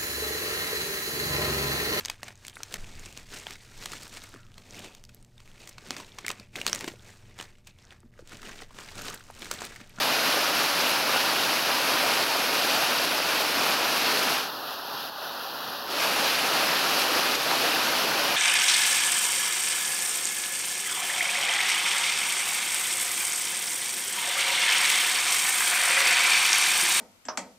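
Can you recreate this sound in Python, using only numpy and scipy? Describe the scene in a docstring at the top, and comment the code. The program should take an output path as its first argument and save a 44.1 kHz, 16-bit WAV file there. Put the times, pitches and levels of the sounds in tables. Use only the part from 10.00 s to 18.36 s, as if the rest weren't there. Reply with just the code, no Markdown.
"""A rock pool under a small waterfall, the microphone a few metres off and facing the water.
The plunging jet roars and gurgles with bubbles; spray patters and hisses on the stone.
Heavier gushes come over the lip, and three single slaps of water stand out.
The level dips briefly here and there; for a second and a half the water sounds quieter and hollow."""
import sys
import numpy as np
from scipy import signal
from scipy.fft import rfft, irfft
from scipy.io import wavfile
from scipy.ndimage import uniform_filter1d

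SR = 44100
rng = np.random.default_rng(int(sys.argv[2]) if len(sys.argv) > 2 else 0)


def output_pcm(signal):
    """Save a mono or channel-first signal as 16-bit PCM at the path in sys.argv[1].

    Samples are clipped to [-1, 1] before scaling.
    """
    pcm = np.clip(np.atleast_2d(signal).T, -1, 1) * 32767
    wavfile.write(sys.argv[1], SR, np.round(pcm).astype(np.int16))


N = 368676

# Spectrum of the churning pool from a few metres off: f/Hz, relative level/dB
POOL_SPECTRUM = [(20, -45), (52, -26.5), (95, -17.5), (170, -7.5), (215, -8.5), (265, -2), (345, -4.5),
                 (560, -1.7), (800, -0.5), (1050, -2.2), (1550, -2.5), (2000, -6.5), (2700, -10),
                 (7000, -32)]
# Faint resonances of the rock basin: f/Hz, Q, lift/dB
BASIN_RESONANCES = [(572, 23, 3), (674, 20, 2), (795, 24, 2), (960, 21, 2), (1230, 22, 1.5)]
def pool(flow_db, level_db=-28.5, bubble_db=-3, waver_db=0.3):
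    """The jet drives a cloud of air under water: a roar, with single bubbles gurgling in it."""
    roar = churn(patchy_db=1.0, patch_s=0.053, patch_hz=450)
    gurgle = bubbles(low_hz=201, high_hz=3011, decay_cycles=5.9, rise=0.02, spread_db=1.0)
    water = colour(roar, POOL_SPECTRUM) + amp(bubble_db) * colour(gurgle, POOL_SPECTRUM)
    for hz, q, lift_db in BASIN_RESONANCES:
        water = bell(water, hz, q, lift_db)
    return amp(level_db + flow_db + waver_db * waver()) * unit(water)


def bubbles(low_hz, high_hz, decay_cycles, rise, spread_db, count=7000, size=1200):
    """Each trapped bubble rings for a few cycles and rises in pitch as it nears the surface."""
    when, pitch, rarity = rng.random((count, 3)).T[:, :, None]
    hz = low_hz + (high_hz - low_hz) * pitch ** 2
    cycles = hz * np.arange(size) / SR
    age = cycles / decay_cycles
    strength_db = -spread_db * np.log(np.maximum(rarity, 0.01))
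    height = np.sqrt(hz * pitch) * amp(strength_db)
    rings = height * np.exp(-age) * np.sin(2 * np.pi * cycles * (1 + rise * age))
    at = (when * N).astype(int) + np.arange(size)
    return unit(np.bincount(at.ravel(), rings.ravel(), N)[:N])


# Spectrum of the spray on the rock face, from the same spot: f/Hz, relative level/dB
SPRAY_SPECTRUM = [(300, -31), (1400, -1), (2050, -6.5), (2450, 1), (2850, 0.5), (3400, -2), (4500, -0.55),
                  (5400, -3.5), (7200, -13.5), (8200, -17), (10000, -13), (12000, -10), (14000, -15),
                  (15800, -17)]
def spray(flow_db, level_db=-26.5, drop_db=-4.5, waver_db=0.35, flutter_db=0.31, flutter_s=0.008):
    """Mist hisses on the rock and drops patter through it; both flutter as the sheet of water tears."""
    hiss = churn(patchy_db=1.0, patch_s=0.02, patch_hz=1500)
    patter = amp(drop_db) * drops(per_s=6000, spread_db=3.0)
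    flutter = unit(uniform_filter1d(rng.standard_normal(N), round(flutter_s * SR)))
    gain = amp(level_db + flow_db + waver_db * waver() + flutter_db * flutter)
    return gain * colour(hiss + patter, SPRAY_SPECTRUM)


def drops(per_s, spread_db):
    """Sharp ticks of drops on wet stone: many small, a few large."""
    height = amp(spread_db * np.minimum(rng.exponential(1, N), 4.5))
    polarity = rng.choice([-1, 1], N)
    lands = rng.random(N) < per_s / SR
    return unit(height * polarity * lands)


# Single slaps that reach the microphone above the roar: t/s, peak level/dB, decay/s, centre f/Hz
WATER_SLAPS = [(3.741, -20, .002, 1700), (7.354, -14, .0006, 2000), (7.514, -15, .007, 1000)]
def slaps(size=1500):
    """A lump of water hits stone: a short burst, two octaves wide, that dies at once."""
    out, t = np.zeros(N), np.arange(size) / SR
    for start_s, peak_db, decay_s, hz in WATER_SLAPS:
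        band = signal.butter(2, [hz / 2, hz * 2], "band", fs=SR)
        burst = signal.lfilter(*band, rng.standard_normal(size) * np.exp(-t / decay_s))
        out[round(start_s * SR):][:size] += amp(peak_db) * burst / abs(burst).max()
    return out


# Gushes over the lip of the fall: crest t/s, length/s, pool gain/dB, spray gain/dB
LIP_GUSHES = [(0.253, .16, 0.5, 1), (.81, .1, 0.5, 1), (1.147, .26, 2.2, 0.1), (2.02, 0.69, 1.7, 0.3),
              (2.726, .18, 0.5, 1.6), (3.698, 0.15, 2, 1.3), (4.138, 0.23, 1.7, .9), (4.7, 0.18, -0.7, 1.4),
              (5.02, .24, .6, 1.5), (5.66, .35, 1.8, 1.0), (6.617, 0.34, 1.5, 0), (7.012, .12, 1, 2.5),
              (7.168, .1, 3.3, 0), (7.68, 0.14, 1.3, .9)]
def pour(waver_db=0.23):
    """The flow to pool and spray, in dB: each gush swells and ebbs over a shared waver."""
    t = np.arange(N) / SR
    flow_db = np.zeros((2, N)) + waver_db * waver()
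    for crest_s, length_s, pool_db, spray_db in LIP_GUSHES:
        during = abs(t - crest_s) < length_s / 2
        hump = np.cos(np.pi * (t[during] - crest_s) / length_s) ** 2
        flow_db[:, during] += np.outer([pool_db, spray_db], hump)
    return flow_db


def waver(slowest_hz=3, fastest_hz=14, count=30):
    """The unsteadiness of the pour: a random wobble with an rms of 1."""
    t = np.linspace(0, N / SR, 2000)
    rates = np.geomspace(slowest_hz, fastest_hz, count)[:, None]
    phases = rng.random((count, 1))
    sines = np.sin(2 * np.pi * (rates * t + phases)) / np.sqrt(rates)
    return unit(np.interp(np.arange(N) / SR, t, sines.sum(0)))


def churn(patchy_db, patch_s, patch_hz, size=256):
    """White noise that swells and sinks in small patches of time and pitch."""
    hop = size // 4
    real, imag, patches = rng.standard_normal((3, N // hop + 5, size // 2 + 1))
    patches = uniform_filter1d(patches, round(patch_s * SR / hop), axis=0)
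    patches = uniform_filter1d(patches, round(patch_hz * size / SR), axis=1)
    spectra = (real + 1j * imag) * amp(patchy_db * unit(patches))
    _, noise = signal.istft(spectra.T, nperseg=size, noverlap=size - hop)
    return unit(noise[:N])


# How hollow the water sounds at the microphone: t/s, share (0 to 1)
HOLLOW_SHARE = [(4.322, 0), (4.5, 1), (5.854, 1), (6.044, 0)]
# Broad troughs that make it hollow: f/Hz, Q, gain/dB
HOLLOW_TROUGHS = [(275, 0.16, -10.5), (2236, 0.91, -20), (8030, 0.28, -21)]
def hollowed(x):
    """The water turns thin and quiet, then fills out again."""
    thin = x
    for hz, q, gain_db in HOLLOW_TROUGHS:
        thin = bell(thin, hz, q, gain_db)
    return x + curve(HOLLOW_SHARE) * (thin - x)


# Brief dips in level at the microphone: t/s, depth/dB
LEVEL_DIPS = [(1.0, 1), (1.61, 1.5), (2.24, 2.4), (3.055, 2), (3.188, 2.5), (3.423, 1.5), (3.746, 2),
              (4.747, 1.2), (5.097, 5.0), (6.09, 0), (7.357, 3), (8.115, 1.1)]
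def dips(fall_s=0.006, length_s=0.15):
    """A gain that falls quickly at each dip and creeps back."""
    cuts_db = [curve([(s, 0), (s + fall_s, depth_db), (s + length_s, 0)]) for s, depth_db in LEVEL_DIPS]
    return amp(-sum(cuts_db))


def colour(x, spectrum):
    """Shapes a sound by (f/Hz, level/dB) points joined on a log-frequency axis, to an rms of 1."""
    hz, level_db = np.transpose(spectrum)
    bin_hz = np.fft.rfftfreq(N, 1 / SR)
    gain_db = np.interp(np.log(bin_hz + 1), np.log(hz), level_db)
    return unit(irfft(rfft(x) * amp(gain_db), N))


def bell(x, hz, q, gain_db):
    """Lifts or cuts one band."""
    w = 2 * np.tan(np.pi * hz / SR)
    b, a = signal.bilinear([1, amp(gain_db) * w / q, w * w], [1, w / q, w * w])
    return signal.lfilter(b, a, x)


def curve(points):
    """Joins (t/s, value) points with straight lines, at every sample."""
    return np.interp(np.arange(N) / SR, *np.transpose(points))


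def amp(db):
    """Decibels to gain."""
    return 10 ** (np.asarray(db) / 20)


def unit(x):
    """Scales to an rms of 1."""
    return x / np.sqrt(np.mean(x ** 2) + 1e-20)


def scene():
    """One pour feeds pool and spray, straight ahead of the microphone and alike in both channels."""
    pool_db, spray_db = pour()
    water = pool(pool_db) + spray(spray_db) + slaps()
    return np.array([water, water])


def record(dry, notch_hz=15000, cutoff_hz=15850):
    """At the microphone: the hollow stretch and the dips, then a narrow treble notch and a low-pass."""
    notch = signal.iirnotch(notch_hz, Q=22, fs=SR)
    lowpass = signal.firwin(801, cutoff_hz, window=("kaiser", 9), fs=SR)
    sound = signal.lfilter(*notch, hollowed(dry) * dips())
    return signal.oaconvolve(sound, lowpass[None], "same", axes=1)


dry = scene()
out = record(dry)
output_pcm(out)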